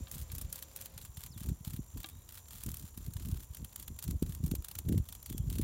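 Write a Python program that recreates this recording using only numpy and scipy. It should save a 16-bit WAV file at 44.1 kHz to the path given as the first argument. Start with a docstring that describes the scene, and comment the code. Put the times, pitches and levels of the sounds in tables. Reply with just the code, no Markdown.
"""Outdoors, a far insect chorus and a high pulsing trill sound throughout; a distant hum lasts a second.
From the start air buffets the microphone. Between two dry taps a cicada, pinned on dry soil, begins to
beat its wings in fits of about thirty strokes a second: each stroke crackles on the grit and rebounds,
and the wings drag in between. Then two far bird whistles and a louder tap pass. The fits go on while
the buffeting grows heavier, and a last bird whistles near the end."""
import sys
import numpy as np
from scipy import signal
from scipy.fft import rfft, irfft, next_fast_len
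from scipy.io import wavfile
from scipy.ndimage import uniform_filter1d, map_coordinates

SR = 44100
rng = np.random.default_rng(int(sys.argv[2]) if len(sys.argv) > 2 else 0)


def digitize_waveform(pressure):
    """Quantize a signal to 16-bit integers and store it at the path in sys.argv[1].

    Rows of a 2-D input are taken as channels; values are limited to [-1, 1].
    """
    field = np.atleast_2d(pressure).T
    bounded = np.clip(field, -1, 1)
    quanta = np.round(bounded * 32767).astype(np.int16)
    wavfile.write(sys.argv[1], SR, quanta)


N = 248283
TIME = np.arange(N) / SR
CUTOFF_HZ = 15900


def from_db(db):
    """Decibels to gain."""
    return 10 ** (np.asarray(db) / 20)


def rms_one(x):
    """Scale to unit power."""
    return x / np.sqrt(np.mean(x ** 2) + 1e-20)


def colour(x, spectrum):
    """Minimum-phase EQ that keeps the power of white noise, so the curve sets only the tone."""
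    size = 2 * next_fast_len(N // 2 + SR // 8)
    hz, db = np.transpose(spectrum)
    grid = np.maximum(np.arange(size // 2 + 1) * SR / size, 1)
    curve = from_db(np.interp(np.log(grid), np.log(hz), db))
    gain = rms_one(curve / np.sqrt(1 + (grid / CUTOFF_HZ) ** 40))
    cepstrum = irfft(np.log(gain))
    fold = 1 + np.sign(size // 2 - np.arange(size))   # folding the cepstrum makes the filter causal
    fold[0] = 1
    return irfft(rfft(x, size) * np.exp(rfft(cepstrum * fold)))[:N]


def drift(rate):
    """Smooth random modulation at unit power that changes `rate` times a second."""
    knots = rng.standard_normal(4096)
    return rms_one(map_coordinates(knots, [TIME * rate], order=2, mode="wrap"))


def narrow_noise(hz, width_hz):
    """Noise twice through one resonance, at unit power."""
    r = np.exp(-np.pi * width_hz / SR)
    section = [1 - r, 0, r - 1, 1, -2 * r * np.cos(2 * np.pi * hz / SR), r * r]
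    return rms_one(signal.sosfilt([section, section], rng.standard_normal(N)))


def grit(per_s, spread_db):
    """Tiny collisions of uneven size at random moments, at unit power."""
    sizes = from_db(spread_db * np.minimum(rng.exponential(1, N), 3.5)) * rng.choice([-1, 1], N)
    return rms_one(sizes * (rng.random(N) < per_s / SR))


def contacts(times, levels_db, rise_s, fall_s):
    """Envelope of contacts with a fast attack and an exponential decay."""
    power = np.zeros(N)
    for s, db, rise, fall in np.broadcast(times, levels_db, rise_s, fall_s):
        near = slice(max(int(s * SR) - SR // 50, 0), int(s * SR) + SR // 12)
        t = TIME[near] - s
        power[near] += (from_db(db) * np.exp(np.where(t < 0, -(t / rise) ** 2, -t / fall))) ** 2
    return np.sqrt(power)


def far_tone(rows, waver_db, scatter_hz):
    """A distant tone, blurred and made to waver by the paths it takes."""
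    times, *columns = np.transpose(rows)
    hz, level_db = [np.interp(TIME, times, column) for column in columns]
    gate = uniform_filter1d(1.0 * ((TIME >= times[0]) & (TIME <= times[-1])), size=SR // 80)
    phase = 2 * np.pi * np.cumsum(hz + scatter_hz * drift(150)) / SR
    return np.sqrt(2) * gate * from_db(level_db + waver_db * drift(40)) * np.sin(phase)


# EQ of the outdoor air bed: f/Hz, level/dB
AIR_EQ = [(25, -18), (50, 11), (100, 6.5), (250, -3), (500, -3.5), (750, -7), (980, -2.5), (1400, -13.5),
          (2200, -16), (3800, -17), (4900, -25.5), (9500, -17.5), (15500, -20.5)]
def still_air():
    """A quiet, dark bed of steady noise."""
    return from_db(-66.0) * colour(rng.standard_normal(N), AIR_EQ)


# Bands of the insect bed: f/Hz, width/Hz, level/dB
CHORUS_BANDS = [(5740, 180, -78), (6120, 600, -74.5), (6960, 320, -71), (7345, 160, -69.5),
                (9430, 370, -81)]
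def insect_chorus():
    """Far insects blend into narrow bands of hiss that shimmer together."""
    bands = sum(from_db(db) * narrow_noise(hz, width) for hz, width, db in CHORUS_BANDS)
    return bands * from_db(2.0 * drift(25))


# EQ of the trill, all top end: f/Hz, level/dB
TRILL_EQ = [(7500, -30), (8700, -4), (9700, -1), (11000, 0), (15000, -2)]
def insect_trill(pulse_hz=51, sharpness=1.5):
    """One far insect sends quick, nearly even pulses of very high hiss."""
    phase = 2 * np.pi * np.cumsum(pulse_hz * (1 + .03 * drift(3.5))) / SR
    pulses = rms_one((1 + np.cos(phase)) ** sharpness)
    return from_db(-68.5) * colour(pulses * rng.standard_normal(N), TRILL_EQ)


# Pitch and level automation of the hum: t/s, f/Hz, level/dB
HUM_NOTE = [(0, 545, -68), (.28, 529, -74), (.36, 536, -79), (.5, 531.5, -69), (.9, 535, -69),
            (1.0, 530, -74)]
# EQ of the rush around it: f/Hz, level/dB
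RUSH_EQ = [(200, 1), (550, 2.5), (900, -3.5), (2000, -7.5), (4500, -7), (9000, -16)]
def hum(end_s=1.014, fade_s=.04):
    """A distant note in a soft rush, perhaps a motor; both stop after a second."""
    running = (1 - np.tanh((TIME - end_s) / fade_s)) / 2
    rush = from_db(-65.5) * running * colour(rng.standard_normal(N), RUSH_EQ)
    return rush + from_db(-2.0) * far_tone(HUM_NOTE, waver_db=2.2, scatter_hz=2)


# Gust cues, timed at their crests: t/s, level/dB, half-length/s
GUSTS = [(0.015, -42.5, 0.026), (0.185, -47.5, 0.052), (0.378, -47.5, .11), (1.0, -54, 0.083),
         (1.264, -54.5, 0.032), (1.36, -51.5, 0.033), (1.487, -40, .05), (1.74, -49, .08),
         (1.97, -40.5, 0.023), (2.157, -52.5, 0.033), (2.554, -55, 0.06), (2.679, -41.5, 0.031),
         (2.8, -50.5, .06), (3.053, -48, 0.09), (3.291, -40.5, 0.09), (3.617, -45.5, 0.033),
         (3.803, -50, 0.027), (3.928, -46, 0.046), (4.11, -38.5, 0.043), (4.289, -43.5, 0.065),
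         (4.484, -41.5, .1), (4.79, -43.5, .025), (4.935, -32, .06), (5.138, -54.5, 0.064),
         (5.359, -40.5, 0.056), (5.548, -37, 0.12)]
# EQ of the rumble on the microphone: f/Hz, level/dB
BUFFET_EQ = [(20, -40.5), (30, -11), (42, 0.5), (70, 3.5), (110, -5), (170, -12.5), (260, -24), (400, -34),
             (700, -63)]
# EQ of one small eddy: f/Hz, level/dB
EDDY_EQ = [(50, -19.5), (130, -1), (220, 1), (340, -6.5), (520, -20.5), (750, -29), (1500, -76.5)]
def wind(calm_db=-59, gust_shape=2.84):
    """Gusts buffet the microphone; stronger air sheds small eddies that land as soft thumps."""
    power = from_db(calm_db) ** 2
    for s, db, half in GUSTS:
        distance = np.minimum(np.abs(TIME - s) / half, 6)
        power += (from_db(db) * np.exp(-distance ** gust_shape / 2)) ** 2   # shape above 2: squarer
    flow_db = 10 * np.log10(power)
    swirl = colour(rng.standard_normal(N), BUFFET_EQ)
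    swirl /= np.sqrt(uniform_filter1d(swirl ** 2, size=SR // 25) + 0.017)   # the flow sets the strength
    rumble = from_db(flow_db + 0.6 + 2.8 * np.tanh(drift(40))) * swirl
    eddy_gain = from_db(-43.5 + 1.524 * (flow_db + 36.0))
    return rumble + colour(eddy_gain * grit(per_s=70, spread_db=3.0), EDDY_EQ)


# Tap cues: t/s, level/dB
TAPS = [(0.071, -53), (0.3, -55.5), (2.0436, -40)]
# EQ of a tap's attack: f/Hz, level/dB
CRACK_EQ = [(500, -2.5), (1500, -3), (2800, -2), (4300, 0), (5500, -7), (7000, -10), (10000, -31)]
# Modes of its ring: f/Hz, level/dB, t60/s
TAP_MODES = [(324, -7.5, 0.089), (777, -11.5, 0.061), (1177, -8.5, 0.11), (1660, -7.5, 0.044),
             (2310, 0, 0.023), (2710, -7, 0.045), (3220, -5.5, 0.077), (3580, -0.5, 0.024),
             (3770, 0, 0.025), (4000, -3, .02), (4420, 2, 0.0094)]
def taps():
    """Dry knocks, as of small stones: a rough crack and a brief ring."""
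    times, level_db = np.transpose(TAPS)
    crack = contacts(times + 0.00095, level_db, rise_s=0.00036, fall_s=0.0023) * rng.standard_normal(N)
    out = colour(crack, CRACK_EQ)
    blows = np.zeros(N)
    blows[np.round(times * SR).astype(int)] = from_db(level_db - 1.5)
    for hz, db, t60 in TAP_MODES:
        r, w = from_db(-60 / (t60 * SR)), 2 * np.pi * hz / SR
        ring = signal.lfilter([0, np.sin(w)], [1, -2 * r * np.cos(w), r * r], blows + 1e-18)
        out += rng.choice([-1, 1]) * from_db(db) * ring
    return out


# Fits of wingbeats: first t/s, last t/s, strokes, crackle level/dB, its change over the fit/dB,
# slap level/dB, rebound re stroke/dB, drag level/dB, quickening (below 0 slows)
FITS = [(.115, .215, 4, -39, -5.5, -50.5, -6, -55, 0), (.3185, .415, 4, -35.5, 3, -48, -9, -60, .02),
        (0.5278, .59, 3, -37, -12, -48.5, -14, -52, 0), (.626, .626, 1, -37.5, 0, -49, -7, -63, 0),
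        (0.7624, .8583, 3, -37.5, -4, -48.5, -9, -58, .13), (0.9792, 1.051, 3, -41, -2, -48, -8.5, -64, 0),
        (1.1717, 1.2634, 4, -41.5, 0, -47.5, -11.5, -61, 0.24),
        (1.3782, 1.489, 5, -43, 1, -50, -12, -57, 0.0099),
        (1.6488, 1.7644, 5, -44, -0.5, -48.5, -12, -58.5, -0.0097),
        (1.9738, 2.0885, 5, -43.5, 1.5, -49.5, -9, -68, 0.043),
        (2.2912, 2.3811, 4, -44.5, 2, -50.5, -9.5, -56, 0.14),
        (2.5089, 2.609, 5, -45, 1, -50.5, -8, -56.5, -.05),
        (2.6366, 2.7968, 7, -38, -3, -51, -17, -57.5, .01),
        (2.826, 2.878, 3, -50.5, -3, -54.5, -12, -59.5, .1),
        (2.9761, 3.0642, 2, -42.5, -5, -50.5, -14, -60, 0),
        (3.137, 3.1363, 1, -39.5, 0, -54.5, -30, -62, 0), (3.1684, 3.1684, 1, -46, 0, -47, -30, -61, 0),
        (3.198, 3.3149, 5, -46, 11.5, -52.5, -22, -58, 0.058),
        (3.343, 3.428, 4, -54, 0, -57, -15, -58.5, -0.12), (3.5484, 3.571, 2, -41, 1, -49, -28, -62, 0),
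        (3.6468, 3.6465, 1, -42.5, 2, -46, -15, -63, 0),
        (3.7605, 3.8275, 3, -38.5, 0, -47.5, -23, -59.5, 0.27),
        (3.8805, 3.8808, 1, -39, 1, -46.5, -22, -58, 0), (3.9903, 4.0412, 3, -37.5, 0.5, -47, -11, -64, .8),
        (4.08, 4.11, 2, -40, 5, -46, -16, -61, 0), (4.226, 4.2256, 1, -38.5, 0, -46, -18, -64, 0),
        (4.264, 4.3498, 4, -44.5, 6, -52, -18, -58.5, 0.11),
        (4.4397, 4.4634, 2, -42.5, 7.5, -51.5, -16, -56, 0), (4.5142, 4.553, 2, -36, 2.5, -44, -23, -63, 0),
        (4.6472, 4.7141, 3, -38, -2, -45, -19, -61.5, .3), (4.7536, 4.788, 2, -37.5, 3, -42.5, -26, -63, 0),
        (4.8885, 4.9258, 2, -40, -5, -45.5, -23, -66, 0), (4.9791, 4.9791, 1, -38, 2, -46, -19, -66, 0),
        (5.089, 5.1515, 3, -41.5, -2, -46.5, -14, -65, .36),
        (5.2287, 5.2287, 1, -42.5, 0, -54, -28, -66, 0), (5.2616, 5.3, 2, -38.5, .5, -46.5, -14, -64, 0),
        (5.327, 5.3797, 2, -39.5, 5, -48.5, -18, -64, 0),
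        (5.5008, 5.6151, 5, -39, 5, -46, -9, -63.5, -0.065)]
def drag_pressure(legs_db=-67, graze_db=-60, graze_lead_s=0.029, attack_s=.004, release_s=0.027):
    """How hard the cicada leans on the soil: a wing tip's graze before each fit, a hold, a release."""
    pressure = np.full(N, from_db(legs_db))
    for first, last, *_, drag_db, _ in FITS:
        near = slice(max(int((first - .1) * SR), 0), int((last + .25) * SR))
        t = TIME[near]
        graze = from_db(graze_db) * np.exp(-((t - first + graze_lead_s) / 0.0095) ** 2)
        outside = np.maximum(first - t, 0) / attack_s + np.maximum(t - last, 0) / release_s
        hold = from_db(drag_db) * np.exp(-outside ** 2)
        pressure[near] = np.maximum.reduce([pressure[near], hold, graze])
    return pressure


def strokes(slap_follows=.22):
    """Spread each fit into single beats: t/s, crackle level/dB, slap level/dB, rebound/dB."""
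    rows = []
    for first, last, beats, crackle_db, change_db, slap_db, rebound_db, _, quickening in FITS:
        for progress in np.linspace(0, 1, beats):
            s = first + (last - first) * (progress + quickening * progress * (1 - progress))
            effort_db = change_db * (progress - .5)
            opening = progress == 0   # the first stroke lands flattest and gets an accent
            rows.append((s, crackle_db + effort_db + .2 * opening,
                         slap_db + slap_follows * effort_db + 1.3 * opening, rebound_db))
    return np.array(rows)


# EQ of the wing membrane's bright crackle, dragged or struck: f/Hz, level/dB
CRACKLE_EQ = [(3500, -22), (5200, -6.5), (6500, -4.5), (8200, -2), (9800, 1), (11000, -1), (12500, 2.5),
              (15500, 1.5)]
# EQ of coarse grit under a dragged wing: f/Hz, level/dB
RUSTLE_EQ = [(500, -12), (1300, 0), (2200, -6), (3400, 0), (4400, -2), (5500, -5), (7500, -14.5)]
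def wing_drag():
    """In a fit the wings scrape up short clumps of grains; between fits the legs barely stir the soil."""
    scrape = drag_pressure() * rms_one(from_db(4.56 * drift(200)))
    fine = scrape * grit(per_s=9000, spread_db=7.0)
    coarse = scrape * grit(per_s=6000, spread_db=5.5)
    coarse *= from_db(2.0 * drift(120))   # larger grains roll in their own clumps
    return from_db(-1.6) * colour(fine, CRACKLE_EQ) + from_db(-7.5) * colour(coarse, RUSTLE_EQ)


def wing_force(times, skid, levels_db, rebound_db, delays, rise_s, fall_s, rebound_fall_s):
    """The tip brushes the soil, the stroke lands, the membrane touches down again."""
    brush = contacts(times - .003, levels_db - 18.5, rise_s, fall_s)
    landing = contacts(times, levels_db + 0.5, rise_s * skid, fall_s * skid)
    rebound = contacts(times + delays, levels_db + rebound_db, rise_s, rebound_fall_s)
    return np.sqrt(brush ** 2 + landing ** 2 + rebound ** 2)


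# EQ of the slap, the body of each stroke: f/Hz, level/dB
SLAP_EQ = [(400, -10.5), (800, 1), (1400, -1), (2200, -1.5), (3400, 4), (4400, 2.5), (5500, -3.5),
           (7500, 1.5)]
def wingbeats():
    """Stiff membranes skid over sand grains: a bright crackle with a hollower slap below it."""
    times, crackle_db, slap_db, rebound_db = strokes().T
    delays = rng.uniform(.005, .0095, len(times))
    rebound_db = rebound_db + 1.5 * rng.standard_normal(len(times))
    skid = from_db(0.2 * (crackle_db - np.mean(crackle_db)))   # harder strokes skid for longer
    treble = wing_force(times, skid, crackle_db, rebound_db + .5, delays,
                        rise_s=0.00093, fall_s=0.0024, rebound_fall_s=0.0028)
    body = wing_force(times, skid, slap_db, rebound_db + 1.3, delays,
                      rise_s=0.0017, fall_s=0.0041, rebound_fall_s=0.0091)
    catching = from_db(1.64 * drift(900))   # the wing veins catch and slip
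    crackle = colour(treble * catching * grit(per_s=15000, spread_db=4.2), CRACKLE_EQ)
    slap = colour(body * catching * grit(per_s=12000, spread_db=2.0), SLAP_EQ)
    return from_db(-2.0) * crackle + slap


def eddy(s, db, hz, phase, order=4):
    """One short push and pull of pressure, steep in the middle and slack at both ends."""
    out = np.zeros(N)
    near = slice(max(int(s * SR) - SR // 20, 0), int(s * SR) + SR // 20)
    angle = 2 * np.pi * hz * (TIME[near] - s)
    out[near] = from_db(db) * np.real(np.exp(1j * phase) / (1 - 1j * angle / order) ** (order + 1))
    return out


# Cues for the big wind thumps: t/s, level/dB, f/Hz
PUFFS = [(.166, -37.5, 109), (.222, -35.5, 70), (.338, -34.5, 72), (.45, -31.5, 59.5), (.963, -42, 90),
         (1.096, -40, 69), (1.179, -37, 85), (1.307, -43, 110), (1.363, -40, 130), (1.416, -34.5, 132),
         (1.488, -29.5, 110), (1.518, -25, 100), (1.61, -39, 109), (1.675, -30.5, 117), (1.741, -32, 120),
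         (1.793, -29, 160), (2.662, -35, 175), (2.732, -35, 68), (2.842, -39.5, 130.2), (2.978, -38.5, 156),
         (3.084, -31.5, 105), (3.161, -30.5, 80.4), (3.254, -31, 99), (3.328, -26.5, 82), (3.507, -36, 68),
         (3.605, -38, 121), (3.904, -39.5, 174), (4.09, -28, 142), (4.158, -27.5, 60), (4.225, -20, 205),
         (4.297, -30.5, 94), (4.406, -29.5, 70), (4.442, -21, 110), (4.451, -25, 84), (4.519, -23.5, 162),
         (4.539, -31, 271), (4.589, -29, 60), (4.872, -24, 80), (4.897, -23.5, 160), (4.921, -22, 185),
         (4.944, -27, 230), (4.959, -24, 140), (4.976, -21, 110), (5.0, -25, 75), (5.31, -33.5, 185),
         (5.348, -32.5, 183), (5.404, -25, 83), (5.479, -24.5, 70.6), (5.597, -23.5, 194)]
def puffs(wake_above_hz=125, wake_delay_s=.009, wake_hz=72):
    """Large eddies thump on the microphone; the quick ones draw a slow wake behind them."""
    out = np.zeros(N)
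    for s, db, hz in PUFFS:
        phase, wake_phase = rng.uniform(0, 2 * np.pi, 2)
        out += eddy(s, db, hz, phase)
        if hz > wake_above_hz:
            out += eddy(s + wake_delay_s, db - 7, wake_hz, wake_phase)
    port = signal.butter(6, 850, fs=SR, output="sos")   # the mic port averages out the smallest eddies
    return from_db(1.7) * signal.sosfilt(port, out)


# Bird glides, one list a whistle: t/s, f/Hz, level/dB
WHISTLES = [
    [(1.305, 5200, -70), (1.32, 5070, -59.5), (1.345, 3580, -69), (1.37, 3230, -67), (1.44, 3300, -72)],
    [(1.95, 3300, -75), (2.07, 3500, -71), (2.13, 3730, -69), (2.25, 3960, -78)],
    [(5.25, 5250, -66), (5.275, 4630, -65), (5.305, 3380, -71), (5.35, 3250, -67), (5.45, 3270, -76)],
]
def birds():
    """Three far whistles: one falls, one rises, one falls."""
    return from_db(-3.0) * sum(far_tone(rows, waver_db=2, scatter_hz=100) for rows in WHISTLES)


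def scene():
    """The mono mix at one microphone held over the ground."""
    bed = still_air() + insect_chorus() + insect_trill() + hum()
    return (bed + wind() + taps() + wing_drag() + wingbeats() + puffs() + birds())[None]


def record(dry):
    """A low cut drops the deepest rumble and a steep high cut trims the top."""
    thinned = signal.sosfilt(signal.butter(4, 32, "high", fs=SR, output="sos"), dry)
    return signal.sosfilt(signal.ellip(10, .2, 70, CUTOFF_HZ, fs=SR, output="sos"), thinned)


dry = scene()
out = record(dry)
digitize_waveform(out)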